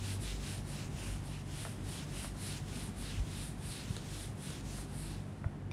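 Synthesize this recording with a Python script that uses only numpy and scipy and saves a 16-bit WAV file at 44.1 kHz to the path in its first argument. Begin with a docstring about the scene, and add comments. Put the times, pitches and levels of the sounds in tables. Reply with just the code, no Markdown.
"""Erasing a whiteboard

A small room with a mains hum and a low rush of air, heard through one microphone, in mono.
A felt eraser, dry and close, wipes back and forth about three strokes a second. The felt hisses,
the shell scrapes and now and then knocks or ticks, and the panel rumbles among low thumps.
At the end the felt eases off and a small hard object is tapped."""
import sys
import numpy as np
from scipy import signal
from scipy.fft import rfft, irfft
from scipy.io import wavfile
from scipy.ndimage import uniform_filter1d

SR = 44100
rng = np.random.default_rng(int(sys.argv[2]) if len(sys.argv) > 2 else 0)


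def output_pcm(signal):
    """Save a mono or channel-first signal as 16-bit PCM at the path in sys.argv[1].

    Samples are clipped to [-1, 1] before scaling.
    """
    pcm = np.clip(np.atleast_2d(signal).T, -1, 1) * 32767
    wavfile.write(sys.argv[1], SR, np.round(pcm).astype(np.int16))


N = 252291
TIME = np.arange(N) / SR


def gain_of(db):
    """Decibels to a factor."""
    return 10 ** (np.asarray(db) / 20)


def unit_rms(x):
    """Scales to rms 1."""
    return x / np.sqrt(np.mean(x ** 2) + 1e-20)


def coloured(x, spectrum):
    """Filters x by a curve on a log-frequency axis, falling away past its ends; rms 1."""
    hz, db = np.transpose(spectrum)
    bins = np.fft.rfftfreq(N, 1 / SR) + 1
    shape_db = np.interp(np.log(bins), np.log(hz), db)
    octaves_outside = abs(np.log2(bins / np.clip(bins, hz[0], hz[-1])))
    return unit_rms(irfft(rfft(x) * gain_of(shape_db - 20 * octaves_outside), N))


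def drift(per_s):
    """A random curve of rms 1, changing up to about per_s times a second."""
    bins = np.fft.rfftfreq(N, 1 / SR)
    return unit_rms(irfft(rfft(rng.standard_normal(N)) * np.exp(-(bins / per_s) ** 2), N))


def resonate(x, hz, width_hz):
    """A resonance that follows the curve hz, applied twice for steep skirts; rms 1."""
    carrier = np.exp(2j * np.pi * np.cumsum(hz * np.ones(N)) / SR)
    pole = np.exp(-np.pi * width_hz / SR)
    return unit_rms((carrier * signal.lfilter([1], [1, -2 * pole, pole * pole], x / carrier)).real)


def blows(rows, modes, contact_s):
    """Short blows ring a set of modes, a little differently at each spot; a longer contact is duller."""
    out, t = np.zeros(N), np.arange(SR // 10) / SR
    hz, db, t60 = np.transpose(modes)[:, :, None]
    for start_s, peak_db in rows:
        spot_hz = hz * (1 + 0.04 * rng.standard_normal(hz.shape))
        decay = gain_of(db) * np.exp(-np.log(1000) * t / t60)
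        ring = (decay * np.sin(2 * np.pi * spot_hz * t)).sum(0)
        ring *= 1 - np.exp(-(t / contact_s) ** 2)
        span = out[round(start_s * SR):][:len(t)]
        span += gain_of(peak_db) * ring[:len(span)] / abs(ring).max()
    return out


def room(x, t60, wet_db):
    """The direct sound, then a short diffuse tail off the nearby walls."""
    t = np.arange(SR // 2) / SR
    tail = rng.standard_normal(len(t)) * np.exp(-np.log(1000) * t / t60) * (t > .004)
    return x + gain_of(wet_db) * signal.fftconvolve(x, tail / np.linalg.norm(tail))[:N]


# Mains hum at the microphone: (frequency [Hz], level [dB])
HUM_PARTIALS = [(48.5, -53), (97.1, -49.5), (146.3, -51.5), (194.2, -58.5), (388, -67.5), (734, -75.5)]
# Air all round the room: (frequency [Hz], relative level [dB])
AIR_SPECTRUM = [(15, -22), (32, -42), (50, -8.5), (125, 1.5), (200, -5.5), (300, -10), (480, -17),
                (750, -19), (1200, -26.5), (1900, -28), (3000, -43), (5000, -42), (9800, -43), (12500, -54)]


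def room_tone():
    """A mains hum wavers in level and phase over a low rush of air."""
    hum = np.zeros(N)
    for hz, db in HUM_PARTIALS:
        amplitude = np.sqrt(2) * gain_of(db + 2 * drift(3.1))
        cycles = hz * TIME + rng.random() + 0.081 * drift(5.3)
        hum += amplitude * np.sin(2 * np.pi * cycles)
    return hum + gain_of(-48.5) * coloured(rng.standard_normal(N), AIR_SPECTRUM)


# Rumble under the hand's weight: (time [s], relative level [dB])
RUMBLE_LEVELS = [(0.0, -49), (0.3, -49), (1.1, -48), (1.45, -51.5), (1.85, -48.5), (2.5, -50), (2.85, -48),
                 (3.5, -50.5), (3.85, -49), (4.15, -50.5), (5.05, -49), (5.35, -52.5), (5.7, -53.5)]
# The panel behind the eraser: (frequency [Hz], relative level [dB])
PANEL_SPECTRUM = [(30, -27), (70, 0.5), (125, 1.5), (230, 1), (320, -3.5), (480, -13.5), (900, -14),
                  (1500, -20), (3000, -24.5)]


def panel_rumble():
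    """The rubbing shakes the heavy panel, and its lowest mode wobbles under the hand."""
    level_db = np.interp(TIME, *np.transpose(RUMBLE_LEVELS))
    rumble = gain_of(level_db - 0.5) * coloured(rng.standard_normal(N), PANEL_SPECTRUM)
    cycles = 51 * TIME + 0.14 * drift(13)
    wobble = np.sqrt(2) * np.sin(2 * np.pi * cycles)
    wobble += 0.25 * resonate(rng.standard_normal(N), hz=52, width_hz=46)
    wobble_db = level_db - 4 + 2 * drift(4)
    return rumble + gain_of(wobble_db) * wobble


# Low thumps and booms; the first is a brief swell of the hum:
# (centre time [s], level [dB], pitch [Hz], half-width [s])
LOW_THUMPS = [(.1, -37.5, 99, 0.11), (0.345, -41, 48.7, 0.1), (.63, -47, 52, 0.035),
              (0.948, -30.5, 90.5, 0.0031), (1.134, -39, 49.3, 0.041), (2.773, -42.5, 247, 0.021),
              (2.89, -35.5, 202, 0.011), (3.186, -28.5, 90, 0.0081), (3.212, -30, 54, 0.023),
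              (3.882, -43, 51.6, .06), (3.909, -25.5, 114, 0.0044), (5.4656, -24, 88.5, 0.006)]


def low_thumps():
    """Each is a brief low tone that swells and dies away."""
    out = np.zeros(N)
    for centre_s, db, hz, half_width_s in LOW_THUMPS:
        t = TIME - centre_s
        out -= gain_of(db) * np.exp(-(t / half_width_s) ** 2) * np.sin(2 * np.pi * hz * t)
    return out


# A small hard object, tapped at the end: (time [s], direct peak level [dB])
CLINK_HITS = [(5.713, -35.5)]
# Its ring: (frequency [Hz], relative level [dB], t60 [s])
OBJECT_MODES = [(990, -2, 0.011), (2350, -2, 0.023), (3390, -10, 0.022), (5200, -10, 0.014),
                (5730, -8, .01), (10200, -10, .01)]


def clink():
    """A tap rings the hard object briefly."""
    return blows(CLINK_HITS, OBJECT_MODES, contact_s=0.0005)


# Sharp plastic ticks: (time [s], direct peak level [dB])
TICK_HITS = [(3.9662, -28.5), (4.504, -33), (4.609, -40), (5.206, -50), (5.525, -58)]
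# The plastic's ring: (frequency [Hz], relative level [dB], t60 [s])
PLASTIC_MODES = [(405, 3, 0.0077), (1440, 0.5, 0.0058), (3780, -2, .005), (4220, -1, .005),
                 (6660, -2, 0.0044), (9300, -0.5, 0.0045)]


def ticks():
    """Very short contacts ring the plastic brightly."""
    return blows(TICK_HITS, PLASTIC_MODES, contact_s=0.0003)


# The eraser knocking on the board: (time [s], direct peak level [dB])
KNOCK_HITS = [(1.6508, -34), (1.660, -44), (1.668, -43), (1.783, -50), (2.2445, -35.5), (2.255, -44),
              (2.355, -47), (2.770, -43), (4.784, -43), (5.4426, -36), (5.525, -51)]
# A knock's ring: (frequency [Hz], relative level [dB], t60 [s])
KNOCK_RING = [(650, -16, 0.02), (1040, -13.5, 0.0063), (1310, -2.5, 0.0056), (1690, -9, 0.0068),
              (1980, -16, 0.0045)]


def knocks():
    """The shell strikes the board; the longer contact gives a duller sound."""
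    return blows(KNOCK_HITS, KNOCK_RING, contact_s=0.0009)


# Scrape at the board's face: (frequency [Hz], relative level [dB])
SCRAPE_SPECTRUM = [(500, -6), (1000, -7.5), (1500, -1.5), (2050, -2), (2600, -1.5), (4300, -4.5),
                   (5300, -3.5), (7000, -12.5)]


def board_scrape(force):
    """A dull scrape follows the force of the whole stroke."""
    return gain_of(5) * force * coloured(rng.standard_normal(N), SCRAPE_SPECTRUM)


def fibres(per_s, spread_db):
    """Countless tiny slips of felt fibres, uneven in size."""
    size = gain_of(spread_db * np.minimum(rng.exponential(1, N), 4))
    return size * rng.standard_normal(N) * (rng.random(N) < per_s / SR)


def shell(lower_gain, upper_gain, upper_hz, speed):
    """Slipping fibres ring two shell resonances; the upper one moves as the hand tilts the eraser."""
    lower = resonate(fibres(per_s=15000, spread_db=1.5), 2740 * (1 + .03 * drift(8)), width_hz=800)
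    tilted_hz = uniform_filter1d(upper_hz, round(0.085 * SR))  # each new tilt takes 85 ms
    sag = 0.077 * (1 - speed)  # the pitch sinks as the hand slows
    rocking = 0.039 * drift(13)
    upper = resonate(fibres(per_s=15000, spread_db=-1), tilted_hz * (1 - sag + rocking), width_hz=1500)
    return gain_of(1.5) * lower_gain * lower + gain_of(-0.7) * upper_gain * upper


# The felt close up, its hiss and its finer sizzle: (frequency [Hz], relative level [dB])
HISS_SPECTRUM = [(1000, -9), (3000, -14), (5200, 0.5), (7300, 2.5), (9500, -5.5), (11500, -14.5),
                 (13000, -11), (15700, -20)]
SIZZLE_SPECTRUM = [(5500, -41), (7300, -8.5), (8500, -1), (9600, 0.5), (10500, -2.5), (11700, -9.5),
                   (13000, -18), (15700, -31)]


def felt(hiss_gain, sizzle_gain):
    """Dense fibre slips merge into a hiss with a brighter sizzle above it."""
    hiss = coloured(fibres(per_s=22000, spread_db=1), HISS_SPECTRUM)
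    sizzle = coloured(fibres(per_s=24000, spread_db=-0.5), SIZZLE_SPECTRUM)
    return gain_of(0.5) * hiss_gain * hiss + gain_of(0.35) * sizzle_gain * sizzle


def arch(progress, crest):
    """Rises from 0 at the start of a stroke to 1 at its crest and falls to 0 at its end."""
    return np.sin(np.pi / 2 * np.minimum(progress / crest, (1 - progress) / (1 - crest)))


# Strokes across the board, each lasting until the next; levels are relative:
# (start [s], drag in the turn before [dB], fastest point [0-1], hardest point [0-1],
#  lower resonance [dB], upper resonance [dB], hiss [dB], sizzle [dB], upper base pitch [Hz])
ERASER_STROKES = [(-0.031, 10, 0.76, 0.53, -61.5, -58, -60, -53.0, 4050),
                  (0.191, 4, 0.13, 0.7, -63, -53, -59, -54, 3850),
                  (0.381, 8, 0.57, 0.42, -59.5, -60.5, -60, -54.0, 4080),
                  (0.639, 1, 0.22, 0.77, -60.5, -59.5, -59.0, -58.0, 4200),
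                  (0.892, 0, 0.59, 0.43, -57.5, -72, -59, -56.5, 3400),
                  (1.221, 1.5, 0.22, 0.7, -62, -66.5, -70, -64.5, 4080),
                  (1.445, -1, 0.55, 0.32, -67, -57.5, -62.5, -54.5, 3180),
                  (1.796, 0.5, 0.53, 0.86, -64, -58, -60.5, -55, 3840),
                  (2.061, 5, 0.63, 0.53, -58, -65, -61.5, -51.5, 3770),
                  (2.336, 1.5, 0.44, 0.82, -62.5, -54.5, -57.5, -51.0, 4100),
                  (2.622, 2.5, 0.68, 0.43, -62.5, -60.5, -61.5, -55, 3910),
                  (2.94, -0.5, 0.2, 0.78, -59, -55.5, -64, -56.0, 3800),
                  (3.226, 5.5, 0.67, 0.42, -68, -58, -64, -53.5, 3920),
                  (3.563, -2, 0.48, 0.9, -65.5, -54.5, -65, -52.5, 4000),
                  (3.87, 8, 0.3, 0.1, -78, -71, -72, -64, 3680),
                  (4.019, 7.5, 0.6, 0.45, -78, -57.5, -60, -56, 3760),
                  (4.345, -5.5, 0.4, 0.84, -67, -55, -60.5, -56, 3620),
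                  (4.622, 0, 0.71, 0.34, -78, -62.5, -59.5, -56, 4040),
                  (4.877, 0.5, 0.37, 0.87, -72.0, -62, -72, -55.5, 4120)]
STOP_S, LIFT_S = 5.23, (4.94, 5.68)  # the last stroke ends; the span in which the felt eases off


def eraser():
    """In each stroke, pressure drives hiss and lower resonance, speed the sizzle, bite the upper one."""
    strokes = np.array(ERASER_STROKES)
    starts_s, drag_db = strokes.T[:2]
    position = np.interp(TIME, np.append(starts_s, STOP_S), np.arange(len(strokes) + 1))
    stroke = np.minimum(position.astype(int), len(strokes) - 1)
    progress = position - stroke
    fastest, hardest, lower_db, upper_db, hiss_db, sizzle_db, upper_hz = strokes[stroke, 2:].T
    speed, pressure = arch(progress, fastest), arch(progress, hardest)
    bite = arch(progress, hardest + 0.44 * (fastest - hardest))  # the eraser's edge digs in
    # The hand loops round at each turn, so a little drag remains while the felt touches.
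    drag = gain_of(np.interp(TIME, starts_s, drag_db))
    contact = np.interp(TIME, LIFT_S, [1, 0])
    lower_gain = gain_of(lower_db) * pressure ** 2.3 + gain_of(-78.5) * contact * drag
    upper_gain = gain_of(upper_db) * bite ** 2.3 + gain_of(-69.5) * contact * drag
    hiss_gain = gain_of(hiss_db) * pressure ** 0.98 + gain_of(-70.5) * contact * drag
    sizzle_gain = gain_of(sizzle_db) * speed ** 2.54 + gain_of(-67.5) * contact * drag ** 0.27
    force = (lower_gain * upper_gain * hiss_gain * sizzle_gain) ** 0.25
    uneven_grip = gain_of(0.5 * drift(50))
    ringing = shell(lower_gain, upper_gain, upper_hz, speed)
    return uneven_grip * (ringing + board_scrape(force) + felt(hiss_gain, sizzle_gain))


def scene():
    """One microphone feeds both channels; only knocks, ticks and clink carry the room's tail."""
    dull_hits = room(knocks(), t60=0.15, wet_db=-6)
    bright_hits = room(ticks() + clink(), t60=0.19, wet_db=-4)
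    mono = eraser() + panel_rumble() + low_thumps() + dull_hits + bright_hits + room_tone()
    return np.array([mono, mono])


def record(dry):
    """The recorder cuts off steeply at 15750 Hz."""
    lowpass = signal.firwin(511, 15750, window=("kaiser", 9), fs=SR)
    return signal.oaconvolve(dry, lowpass[None], "same")


dry = scene()
out = record(dry)
output_pcm(out)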